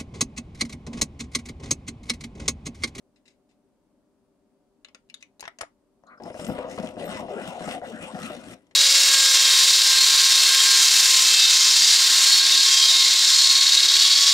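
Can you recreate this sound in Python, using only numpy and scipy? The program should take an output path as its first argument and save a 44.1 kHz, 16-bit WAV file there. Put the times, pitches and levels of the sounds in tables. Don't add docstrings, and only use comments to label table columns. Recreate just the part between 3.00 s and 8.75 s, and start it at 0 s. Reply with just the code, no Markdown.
import sys
import numpy as np
from scipy import signal
from scipy.fft import rfft, irfft
from scipy.io import wavfile
from scipy.ndimage import uniform_filter1d, map_coordinates

SR = 44100
rng = np.random.default_rng(int(sys.argv[2]) if len(sys.argv) > 2 else 0)


def log_audio(samples):
    frames = np.atleast_2d(samples).T
    limited = np.clip(frames, -1, 1)
    pcm = np.round(limited * 32767).astype(np.int16)
    wavfile.write(sys.argv[1], SR, pcm)


N = 253575
TIME = np.arange(N) / SR

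# frequency in Hz, gain in dB.
AIR_SPECTRUM = [(15, -34), (25, -6), (90, -11), (153, -9), (242, 1), (317, -5), (354, -27.5), (384, -5.5),
                (451, -14), (575, -5.5), (714, -17.5), (775, -18), (911, -15.5), (1790, -31), (7920, -55),
                (16000, -76)]
STEADY_HISS_SPECTRUM = [(1000, 4), (8000, 1), (11000, -1.5), (15000, -11.5)]
# frequency in Hz, bandwidth in Hz, level in dB.
HUM_BANDS = [(247, 24, -80.5), (291.6, 31, -75), (390.2, 12.8, -76), (602, 16, -83), (730, 3.1, -85),
             (4650, 21, -104), (8200, 27, -101), (9630, 25, -100)]
# frequency in Hz, gain in dB.
RUSTLE_SPECTRUM = [(400, -33), (1200, -17), (2000, 1), (4000, -3), (8200, -6), (9300, -18), (15000, -42)]
CLICK_SPECTRUM = [(50, -42), (700, -28.5), (1300, -8.5), (2200, -0.5), (4500, -2), (7000, -3.5),
                  (10500, -12), (13000, -33), (16000, -36)]
HOLLOW_SPECTRUM = [(50, -19), (140, -1.5), (220, -1), (400, -2.5), (680, 0), (1300, 2), (3000, -29),
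                   (16000, -70)]
KNOCK_SPECTRUM = [(50, -7), (140, -7.5), (300, -4.5), (700, 1.5), (1300, -2.5), (2200, 1), (4500, -8),
                  (7000, -13), (10500, -25), (16000, -71)]
RASP_SPECTRUM = [(300, -61), (800, 3), (1200, 14.5), (2000, 9.5), (3000, 12.5), (4200, 0.5), (7000, -29),
                 (16000, -33)]
CHIP_SPECTRUM = [(1500, -89), (3500, -1.5), (4700, -1), (5400, 3.5), (6500, 2), (7400, 2), (8700, 4),
                 (10400, -3), (11200, -12), (12600, -10), (14400, -25), (16000, -60)]
# frequency in Hz, gain in dB.
CRUNCH_SPECTRUM = [(40, 1), (150, 5), (400, 10), (900, 2.5), (1600, -2), (4000, -21), (9000, -46),
                   (16000, -53)]
NEAR_SPECTRUM = [(200, 0.5), (900, -5.5), (2500, 9), (6000, 3.5), (14000, 13)]
WALL_SPECTRUM = [(200, -28.5), (900, 4), (3000, 3.5), (8000, -6), (14000, -15)]
# frequency in Hz, bandwidth in Hz, gain in dB.
DESK_MODES = [(53, 25, -16), (89, 15, -10), (124, 29, -8.5), (168.6, 9.6, 1.5), (220.4, 29, 3),
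              (275.4, 29, -0.5), (306.5, 23, -3), (376.6, 39, -10.5)]
HOUSING_MODES = [(382.2, 17.5, -2), (503, 35, 7.5), (528, 51, 4.5), (614.2, 27.6, 9), (646, 60, 2.5),
                 (713.5, 22, 5), (826, 39, -4), (944.4, 14, -3.5), (1080, 51, -13)]
BLADE_MODES = [(1330, 70, 18.5), (1448, 75, 22.2), (1700, 13, 15), (2040, 52, 26.5), (2452, 16, 3.3),
               (2900, 70, 1), (3200, 71, 3), (3670, 92, 4.3)]
# start in seconds, level in dB, t60 in seconds.
RUSTLES = [(0.1593, -60.5, 0.11), (0.255, -55.5, 0.2), (0.2787, -49, 0.06), (0.302, -60.5, 0.13),
           (0.49, -65.5, 0.17), (0.511, -66, 0.083), (2.089, -64, 0.073), (2.206, -53, 0.13)]
# start in seconds, level in dB, tilt in dB per
# octave, low, middle and high ring in Hz, relative level of the hollow body in dB, t60 in seconds.
PENCIL_CLICKS = [(1.847, -42.5, -5.5, 2980, 3900, 7100, -12, 0.013),
                 (1.885, -58.5, -5, 2260, 3120, 5160, -2, 0.022),
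                 (1.947, -46.5, -1.5, 1460, 2990, 6470, 1, 0.015),
                 (2.099, -53, -0.5, 2280, 2870, 4130, -28, 0.018),
                 (2.142, -40.5, 1, 3760, 6830, 9600, -25, 0.011),
                 (2.226, -47.5, -1, 2110, 2560, 6000, -15, .016),
                 (2.396, -52, 0, 4100, 6500, 9300, 6, 0.014),
                 (2.407, -41, 6.5, 4830, 6550, 12500, -1.5, 0.0061),
                 (2.454, -42, -8.5, 883, 1410, 5900, -2.5, 0.015),
                 (2.587, -46, 1.5, 3020, 5800, 6500, -0.5, .012),
                 (2.612, -33, 3, 5650, 7200, 9500, 7, 0.0087)]
# start and end in seconds, first and last pitch in Hz,
# level in dB.
WOOD_SCRAPES = [(2.15, 2.22, 4060, 3580, -70), (3.055, 3.173, 1228, 1330, -51.5),
                (3.091, 3.155, 1960, 2070, -58.5), (3.169, 3.195, 1430, 1280, -55),
                (3.205, 3.298, 741, 1030, -45), (3.259, 3.301, 608, 634, -39.5),
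                (3.574, 3.691, 979, 1080, -42.5), (3.642, 3.721, 623.4, 652, -43),
                (3.825, 3.871, 698, 614, -38), (3.995, 4.094, 539.7, 606, -35),
                (4.154, 4.222, 985, 991, -38.5), (4.2, 4.267, 659, 592, -37.5),
                (4.285, 4.347, 653.5, 616, -34), (4.351, 4.415, 564, 526, -36),
                (4.277, 4.433, 417.5, 388.4, -36.5), (4.285, 4.476, 1197, 1745, -45),
                (4.495, 4.625, 908, 585, -41.5), (4.722, 4.797, 670, 723, -34.5),
                (4.814, 4.86, 611, 714, -35.5), (4.86, 4.946, 563, 361, -42.5),
                (4.819, 4.886, 2087, 1346, -47), (4.912, 5.025, 1445, 1824, -47),
                (4.988, 5.085, 2420, 3066, -46.5), (5.059, 5.126, 847, 966, -43),
                (5.141, 5.212, 729, 612, -37.5), (5.294, 5.365, 684, 543, -39)]
# start in seconds, level in dB, tilt in dB per
# octave, low and high ring in Hz, t60 in seconds, gains of the mouth and of the desk in dB.
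POINT_KNOCKS = [(2.427, -42.5, -1, 900, 1000, 0.019, -9, -17),
                (2.439, -48.5, -2, 900, 1730, 0.074, -7.5, -14),
                (2.478, -31.5, 0, 1310, 1920, 0.0076, 14, -12),
                (2.589, -66, -18, 700, 2900, 0.03, 14, -13.5),
                (2.609, -37.5, 2, 600, 1950, 0.031, -4.5, -2.5),
                (2.622, -44, -5, 420, 1500, 0.039, -2.5, -6), (2.633, -40, -6, 696, 1920, .012, -2.5, 5.5),
                (3.037, -58.5, -9.5, 706, 970, 0.01, 1, 12), (5.668, -84.5, 9, 651, 2000, 0.019, -9, -6),
                (5.711, -61.5, 0.5, 670, 1800, 0.04, 0, 3)]
# time in seconds, desk and housing levels in dB.
GRIND_LEVELS = [(3.02, -69.5, -63.5), (3.195, -58, -58), (3.22, -39, -46), (3.34, -51, -42),
                (3.51, -33, -36), (3.61, -44, -31.5), (3.75, -43.5, -40.5), (3.84, -38.5, -34.5),
                (3.92, -46.5, -42), (4.03, -40.5, -34.5), (4.22, -39, -38), (4.35, -47, -35.5),
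                (4.45, -43, -38), (4.57, -47.5, -35), (4.7, -41, -36), (4.87, -49.5, -42.5),
                (5.05, -41.5, -40), (5.09, -50.5, -42.5), (5.24, -40, -43.5), (5.42, -49, -47.5),
                (5.54, -43, -47.5), (5.61, -59, -68.5)]
# start in seconds,
# frequency in Hz, bandwidth in Hz, level in dB, t60 in seconds.
SQUEAKS_AND_TICKS = [(3.036, 5800, 170, -75, 0.02), (3.068, 4150, 220, -71, 0.22),
                     (3.068, 6700, 390, -68, 0.032), (3.176, 5120, 230, -68.5, 0.34),
                     (3.235, 5170, 200, -49, 0.022), (3.45, 7200, 220, -40.5, 0.0062),
                     (3.475, 12345, 18, -56, 0.12), (4.046, 12355, 20, -56.5, 0.07),
                     (4.052, 12100, 70, -65, 0.08), (4.655, 7400, 260, -44, 0.035)]
# time in seconds, desk thump in dB, housing knock in dB.
PENCIL_JOLTS = [(3.2, -49, -33), (3.256, -36, -31.5), (3.3, -50, -28.5), (3.343, -44, -30),
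                (3.394, -37, -28), (3.486, -19.5, -25), (3.498, -41, -23), (3.549, -30, -39),
                (3.582, -38, -21), (3.642, -55, -27.5), (3.78, -37, -22), (3.795, -42, -27),
                (3.83, -48, -32), (3.968, -33, -29.5), (4.192, -32, -31), (4.284, -54, -28),
                (4.365, -40, -48), (4.552, -50, -54), (4.606, -30, -28.5), (4.676, -28, -23.5),
                (4.816, -60, -30.5), (5.146, -33, -31), (5.3, -37, -26.5)]
# start, hardest moment and end in
# seconds, levels of rasp, hiss and whistle in dB.
PENCIL_TWISTS = [(3.204, 3.283, 3.51, -55.5, -60.5, -56), (3.298, 3.429, 3.75, -49.5, -49, -53),
                 (3.42, 3.57, 4, -48.5, -68, -75), (3.667, 3.722, 3.86, -48.5, -50, -57),
                 (3.712, 3.86, 4.07, -50, -55, -62), (3.964, 4.004, 4.2, -45.5, -53, -68),
                 (3.97, 4.145, 4.57, -41.5, -50, -51), (4.274, 4.478, 4.82, -46, -52.5, -62),
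                 (4.498, 4.732, 4.883, -41, -47.5, -53.5), (4.817, 4.857, 5.5, -51, -55.5, -77),
                 (4.977, 5.028, 5.32, -46.5, -50, -73), (5.081, 5.26, 5.56, -42, -48, -63),
                 (5.31, 5.543, 5.33, -51, -53, -63)]
# centre in seconds, half length in seconds, dip in dB.
GRIP_CHANGES = [(3.328, 0.011, 6), (3.937, 0.028, 3), (4.252, 0.037, 11.5), (4.578, 0.011, 2.5),
                (4.806, 0.021, 11.5)]
# time in seconds, pitch in Hz.
WHISTLE_PITCH = [(3.2, 5210), (4.48, 5290), (4.7, 5670), (5.25, 5750)]
# start in seconds, level in dB, ring in Hz.
SPLINTER_SNAPS = [(3.222, -54, 1940), (3.235, -59, 5250), (3.343, -53, 5300), (3.397, -39.5, 5250),
                  (3.446, -39, 7200), (3.467, -36.5, 5560), (3.587, -61, 2400), (3.691, -63, 3400),
                  (3.707, -55, 8200), (3.776, -41.5, 2200), (3.786, -39, 3200), (3.799, -42, 6300),
                  (3.829, -44.5, 5300), (3.86, -44, 6300), (3.872, -41, 3360), (3.889, -44.5, 6400),
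                  (3.958, -56, 2600), (3.996, -57, 7754), (4.053, -54, 2605), (4.103, -48, 2090),
                  (4.115, -40, 3800), (4.127, -42, 6100), (4.171, -38.5, 5300), (4.303, -56, 2000),
                  (4.331, -58, 2600), (4.424, -50, 5260), (4.476, -37, 8300), (4.594, -48, 4160),
                  (4.653, -49, 2300), (4.69, -34.5, 5700), (4.711, -34, 3200), (4.741, -40, 2800),
                  (4.83, -56, 2000), (4.925, -50, 1700), (5.039, -41, 3200), (5.15, -47, 1900),
                  (5.19, -39, 7600), (5.232, -38, 3980), (5.258, -38.5, 2500)]
# start and end in seconds,
# slip rate in Hz, level in dB.
JUDDER_RUNS = [(3.399, 3.434, 213, -45), (3.472, 3.514, 204, -33), (3.53, 3.585, 230, -55),
               (3.786, 3.813, 221, -27), (3.828, 3.859, 229, -32.5), (4.078, 4.113, 200, -36),
               (4.114, 4.137, 211, -33), (4.159, 4.195, 180, -40), (4.347, 4.383, 243, -34),
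               (4.406, 4.432, 240.7, -36), (4.474, 4.499, 219, -34), (4.598, 4.633, 241, -34),
               (4.655, 4.695, 207, -30.5), (4.741, 4.798, 235, -41), (4.867, 4.888, 251, -37.5),
               (4.918, 4.967, 231, -33), (5.128, 5.163, 214, -30.5), (5.21, 5.265, 221, -35),
               (5.355, 5.4, 215, -39.5), (5.461, 5.492, 215, -41), (5.511, 5.54, 208, -47)]

LEFT_LOUDER_DB, LEFT_LEAD_S = 5.0, .000168
GRIP_BEND_SHARE, GRIP_PER_S = .025, 16


def from_db(db):
    return 10 ** (np.asarray(db) / 20)


def unit_rms(x):
    return x / np.sqrt(np.mean(x ** 2) + 1e-20)


def leftward(db):
    return from_db([[db / 2], [-db / 2]])


def curves(rows):
    times, *columns = np.transpose(rows)
    return [np.interp(TIME, times, column) for column in columns]


def add(track, start_s, sound):
    start = int(start_s * SR)
    track[start:start + len(sound)] += sound[:N - start]


def drift(per_s):
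    return unit_rms(np.interp(TIME * per_s, np.arange(8192), rng.standard_normal(8192)))


def burst(t60, size=16384):
    return rng.standard_normal(size) * from_db(-60 * np.arange(size) / SR / t60)


def grains(per_s, spread_db):
    sizes = from_db(spread_db * np.minimum(rng.exponential(1, N), 4))
    return sizes * rng.choice([-1, 1], N) * (rng.random(N) < per_s / SR)


def colour(x, spectrum, size=2048):
    hz, db = np.transpose(spectrum)
    grid_hz = np.maximum(np.arange(size + 1) * SR / (2 * size), 1)
    gain = from_db(np.interp(np.log(grid_hz), np.log(hz), db))
    cepstrum = irfft(np.log(gain))
    cepstrum[1:size] *= 2
    cepstrum[size + 1:] = 0
    response = irfft(np.exp(rfft(cepstrum)))[:size]
    return signal.fftconvolve(x, response)[:len(x)]


def band_limit(x, order, hz, kind):
    return signal.sosfilt(signal.butter(order, hz, kind, fs=SR, output="sos"), x)


def resonate(x, modes):
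    out = 0
    for k, (hz, width_hz, db) in enumerate(modes):
        radius = np.exp(-np.pi * width_hz / SR)
        gain = (1 - radius ** 2) / 2 * from_db(db) * (-1) ** k
        feedback = [1, -2 * radius * np.cos(2 * np.pi * hz / SR), radius ** 2]
        out = out + signal.lfilter([gain, 0, -gain], feedback, x + 1e-18)
    return out


def even(x, window_s):
    power = uniform_filter1d(x * x, int(window_s * SR))
    return x / np.sqrt(np.maximum(power, 0) + np.mean(x * x) / 100)


def wander(x, depth_db, per_s):
    hz = np.arange(N // 2 + 1) * SR / N
    thirds = 3 * np.log2(np.clip(hz, 400, 12800) / 400)
    spectrum = rfft(x)
    bands = (irfft(spectrum * np.maximum(1 - np.abs(thirds - k), 0), N) for k in range(16))
    return sum(band * from_db(depth_db * drift(per_s)) for band in bands)


def waver(x, share, per_s):
    lag_s = np.cumsum(share * drift(per_s)) / SR
    return map_coordinates(x, [(TIME + lag_s) * SR], order=1, mode="mirror")


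def ringing(hit, rings_hz):
    return from_db(-2) * hit + sum(resonate(hit, [(hz, 190 + .035 * hz, 4.5)]) for hz in rings_hz)


def tilted(spectrum, db_per_octave, pivot_hz, bass_hz=700):
    return [(hz, db + db_per_octave * np.log2(max(hz, bass_hz) / pivot_hz)) for hz, db in spectrum]


def impact(t60, spectrum, rings_hz, strike=0.55):
    contact = burst(t60)
    contact[0] = strike * np.linalg.norm(contact)
    return ringing(colour(contact / np.hypot(1, strike), spectrum), rings_hz)


def room_tone(air_db=-70.5, apart_db=-3.5, hiss_db=-82.0):
    common, *own = [unit_rms(colour(white, AIR_SPECTRUM)) for white in rng.standard_normal((3, N))]
    air = from_db(air_db) * (common + from_db(apart_db) * np.array(own))
    hum = 0
    for hz, width_hz, db in HUM_BANDS:
        band = resonate(rng.standard_normal(N), [(hz, width_hz, 0)])
        hum = hum + from_db(db) * unit_rms(resonate(band, [(hz, 4 * width_hz, 0)]))
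    hiss = np.array([colour(white, STEADY_HISS_SPECTRUM) for white in rng.standard_normal((2, N))])
    return (air + hum) * leftward(2.8) + from_db(hiss_db) * hiss


def rustles():
    out = np.zeros(N)
    for start, db, t60 in RUSTLES:
        add(out, start, from_db(db) * burst(t60))
    return colour(out, RUSTLE_SPECTRUM)


def pencil_clicks(gain_db=11.5, desk_db=-4.5, housing_db=1.0):
    clicks = np.zeros(N)
    for start, db, tilt, *rings_hz, hollow_db, t60 in PENCIL_CLICKS:
        spectrum = tilted(CLICK_SPECTRUM, tilt, pivot_hz=3120)
        add(clicks, start, from_db(db) * impact(t60, spectrum, rings_hz))
        add(clicks, start, from_db(db + hollow_db) * impact(t60, HOLLOW_SPECTRUM, rings_hz))
    desk = from_db(desk_db) * resonate(clicks, DESK_MODES)
    housing = from_db(housing_db) * resonate(clicks, HOUSING_MODES)
    return from_db(gain_db) * (clicks + desk + housing)


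def scrapes(width_share=.22):
    out = np.zeros(N)
    for start, end, from_hz, to_hz, db in WOOD_SCRAPES:
        size = int((end - start) * SR)
        cycles = np.cumsum(np.geomspace(from_hz, to_hz, size)) / SR
        phasors = rng.standard_normal(512) + 1j * rng.standard_normal(512)
        swing = np.interp(cycles * 2 * width_share, np.arange(len(phasors)), phasors)
        swing /= np.hypot(1, np.abs(swing))
        chatter = unit_rms(np.real(swing * np.exp(2j * np.pi * cycles)))
        add(out, start, from_db(db) * chatter * np.sqrt(np.hanning(size)))
    return out


def mouth_knocks(gain_db=14.0, mouth_hz=671, mouth_width_hz=34):
    out = np.zeros(N)
    for start, db, tilt, *rings_hz, t60, mouth_db, desk_db in POINT_KNOCKS:
        hit = impact(t60, tilted(KNOCK_SPECTRUM, tilt, pivot_hz=1180), rings_hz)
        mouth = resonate(hit, [(mouth_hz, mouth_width_hz, mouth_db)])
        desk = from_db(desk_db) * resonate(hit, DESK_MODES)
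        add(out, start, from_db(db) * (hit + mouth + desk))
    return from_db(gain_db) * out


def grinding(slack, easing_db=7.5):
    desk_db, housing_db = curves(GRIND_LEVELS)
    desk = even(resonate(grains(per_s=400, spread_db=4.5), DESK_MODES), window_s=0.03)
    desk *= from_db(desk_db + 0.5 - easing_db * slack)
    housing = resonate(grains(per_s=600, spread_db=3.5), HOUSING_MODES)
    housing = even(wander(housing, depth_db=2.0, per_s=14), window_s=0.033)
    housing = waver(housing, GRIP_BEND_SHARE, GRIP_PER_S) * from_db(housing_db - 2)
    return band_limit(desk + housing, order=2, hz=1400, kind="low")


def squeaks():
    out = np.zeros(N)
    for start, hz, width_hz, db, t60 in SQUEAKS_AND_TICKS:
        whistle = resonate(burst(t60), [(hz, width_hz, 0)])
        add(out, start, from_db(db) * 2 * whistle / np.abs(whistle).max())
    return out


def sticking(depth_db, hold_s=0.0081, release_s=0.0014):
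    stuck = 0
    for slip_s, _, _ in PENCIL_JOLTS:
        hold = np.exp(-((TIME - slip_s + hold_s / 2) / hold_s) ** 2)
        stuck = stuck + hold * np.clip((slip_s + release_s - TIME) / release_s, 0, 1)
    return from_db(-depth_db * stuck)


def jolts(desk_db=42.0, housing_db=34.0, crunch_db=-2.0):
    thumps, knocks, crunch = np.zeros((3, N))
    for start, thump_db, knock_db in PENCIL_JOLTS:
        add(thumps, start, from_db([thump_db + desk_db]))
        add(knocks, start, from_db([knock_db + housing_db]))
        add(crunch, start, from_db(knock_db + crunch_db) * burst(t60=0.045))
    housing = band_limit(resonate(knocks, HOUSING_MODES), order=2, hz=260, kind="high")
    push = band_limit(resonate(thumps, DESK_MODES) + housing, order=2, hz=1800, kind="low")
    return push + colour(crunch, CRUNCH_SPECTRUM)


def twisting(rasp_swing_db=28.5, treble_swing_db=26.5, rise_power=1.87, fall_power=1.04):
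    rasp, hiss, whistle, slack = 0, 0, 0, 1
    for start, hardest, end, rasp_db, hiss_db, whistle_db in PENCIL_TWISTS:
        rising = np.maximum(hardest - TIME, 0) / max(hardest - start, .01)
        falling = np.maximum(TIME - hardest, 0) / max(end - hardest, .01)
        ease = np.minimum(rising ** rise_power + falling ** fall_power, 10)
        rasp = np.hypot(rasp, from_db(rasp_db - rasp_swing_db * ease))
        hiss = np.hypot(hiss, from_db(hiss_db - treble_swing_db * ease))
        whistle = np.hypot(whistle, from_db(whistle_db - treble_swing_db * ease))
        slack = np.minimum(slack, ease)
    return rasp, hiss, whistle, slack


def regripping():
    dip_db = sum(db * np.exp(-((TIME - centre) / half_s) ** 2) for centre, half_s, db in GRIP_CHANGES)
    return from_db(-dip_db)


def rasping(clumps, wood_db=-1.0, blade_db=-5.0):
    cracks = 1.8 * grains(per_s=110, spread_db=3.0)
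    fibres = wander((grains(per_s=3500, spread_db=3.0) + cracks) * clumps, depth_db=5.0, per_s=24)
    wood = even(colour(fibres, RASP_SPECTRUM), window_s=0.025)
    blade = even(waver(resonate(fibres, BLADE_MODES), GRIP_BEND_SHARE, GRIP_PER_S), window_s=0.043)
    return from_db(wood_db) * wood + from_db(blade_db) * blade


def chip_ticks(sizes=14):
    cracks = grains(per_s=520, spread_db=2.7)
    size = rng.integers(0, sizes, N)
    pitches_hz = np.geomspace(2600, 10000, sizes)
    return sum(resonate(cracks * (size == k), [(hz, hz / 22, 20)]) for k, hz in enumerate(pitches_hz))


def hissing(clumps, gain_db=-3.5):
    chips = grains(per_s=12000, spread_db=2.7) + chip_ticks()
    chips = wander(chips * clumps, depth_db=3.5, per_s=20)
    return from_db(gain_db) * even(colour(chips, CHIP_SPECTRUM), window_s=0.1)


def whistling(gain_db=-3.5, width_hz=600):
    hz, = curves(WHISTLE_PITCH)
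    phase = 2 * np.pi * np.cumsum(hz) / SR
    whistle = drift(width_hz) * np.cos(phase) + drift(width_hz) * np.sin(phase)
    flicker = from_db(4.5 * drift(per_s=45))
    return from_db(gain_db) * unit_rms(whistle * flicker)


def splinters(dull_db=2.5):
    snaps = np.zeros(N)
    for start, db, ring_hz in SPLINTER_SNAPS:
        add(snaps, start, from_db(db) * ringing(burst(t60=.014), [ring_hz]))
    return colour(snaps, CHIP_SPECTRUM) + from_db(dull_db) * colour(snaps, RASP_SPECTRUM)


def judders(gain_db=-1.0, jitter_share=.16):
    out = np.zeros(N)
    uneven = 1 + jitter_share * drift(per_s=260)
    for start, end, hz, db in JUDDER_RUNS:
        size = int((end - start) * SR)
        cycles = rng.random() + np.cumsum(hz * uneven[int(start * SR):][:size]) / SR
        tone = np.sqrt(2) * np.sin(2 * np.pi * cycles)
        add(out, start, from_db(db + gain_db) * tone * signal.windows.tukey(size, .8))
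    return band_limit(out, order=4, hz=165, kind="high")


def reflections(x, t60, gap_s, spectrum):
    sides = []
    for _ in range(2):
        tail = burst(t60)
        tail = colour(tail / np.linalg.norm(tail), spectrum)
        response = np.r_[np.zeros(int(gap_s * SR)), tail]
        sides.append(signal.fftconvolve(x, response)[:N])
    return np.array(sides)


def place(x, near_db, walls_db, lead_s=LEFT_LEAD_S):
    direct = np.array([x, np.interp(TIME - lead_s, TIME, x)])
    near = from_db(near_db) * reflections(x, t60=0.028, gap_s=.0005, spectrum=NEAR_SPECTRUM)
    walls = from_db(walls_db) * reflections(x, t60=0.15, gap_s=.005, spectrum=WALL_SPECTRUM)
    return (direct + near) * leftward(LEFT_LOUDER_DB) + walls * leftward(3)


def radiate(source, apart_db, lead_s=LEFT_LEAD_S):
    own = np.array([source(), source()]) * leftward(LEFT_LOUDER_DB)
    return place(source(), near_db=-14, walls_db=-12, lead_s=lead_s) + from_db(apart_db) * own


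def scene():
    rasp_swell, hiss_swell, whistle_swell, slack = twisting()
    slipping = sticking(depth_db=6.5)
    seated = np.clip((TIME - GRIND_LEVELS[0][0]) / 0.028, 0, 1)
    cutting = regripping() * sticking(depth_db=0.5)
    clumps = from_db(2.3 * drift(per_s=260))
    handling = place(rustles() + pencil_clicks(), near_db=-6, walls_db=-8)
    seating = place(mouth_knocks(), near_db=-7, walls_db=-13)
    grind = radiate(lambda: seated * slipping * grinding(slack), apart_db=-14)
    rasp = radiate(lambda: cutting * rasp_swell * rasping(clumps), apart_db=-5)
    hiss = radiate(lambda: cutting * hiss_swell * hissing(clumps), apart_db=-2, lead_s=0)
    accents = slipping * scrapes() + jolts() + splinters() + judders()
    accents = place(accents, near_db=-13.5, walls_db=-12.5)
    whistles = (squeaks() + cutting * whistle_swell * whistling()) * from_db([[6.0], [-7.0]])
    return room_tone() + handling + seating + grind + rasp + hiss + accents + whistles


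def record(dry, cutoff_hz=15700):
    return signal.sosfilt(signal.ellip(10, .2, 80, cutoff_hz, fs=SR, output="sos"), dry)


dry = scene()
out = record(dry)
log_audio(out)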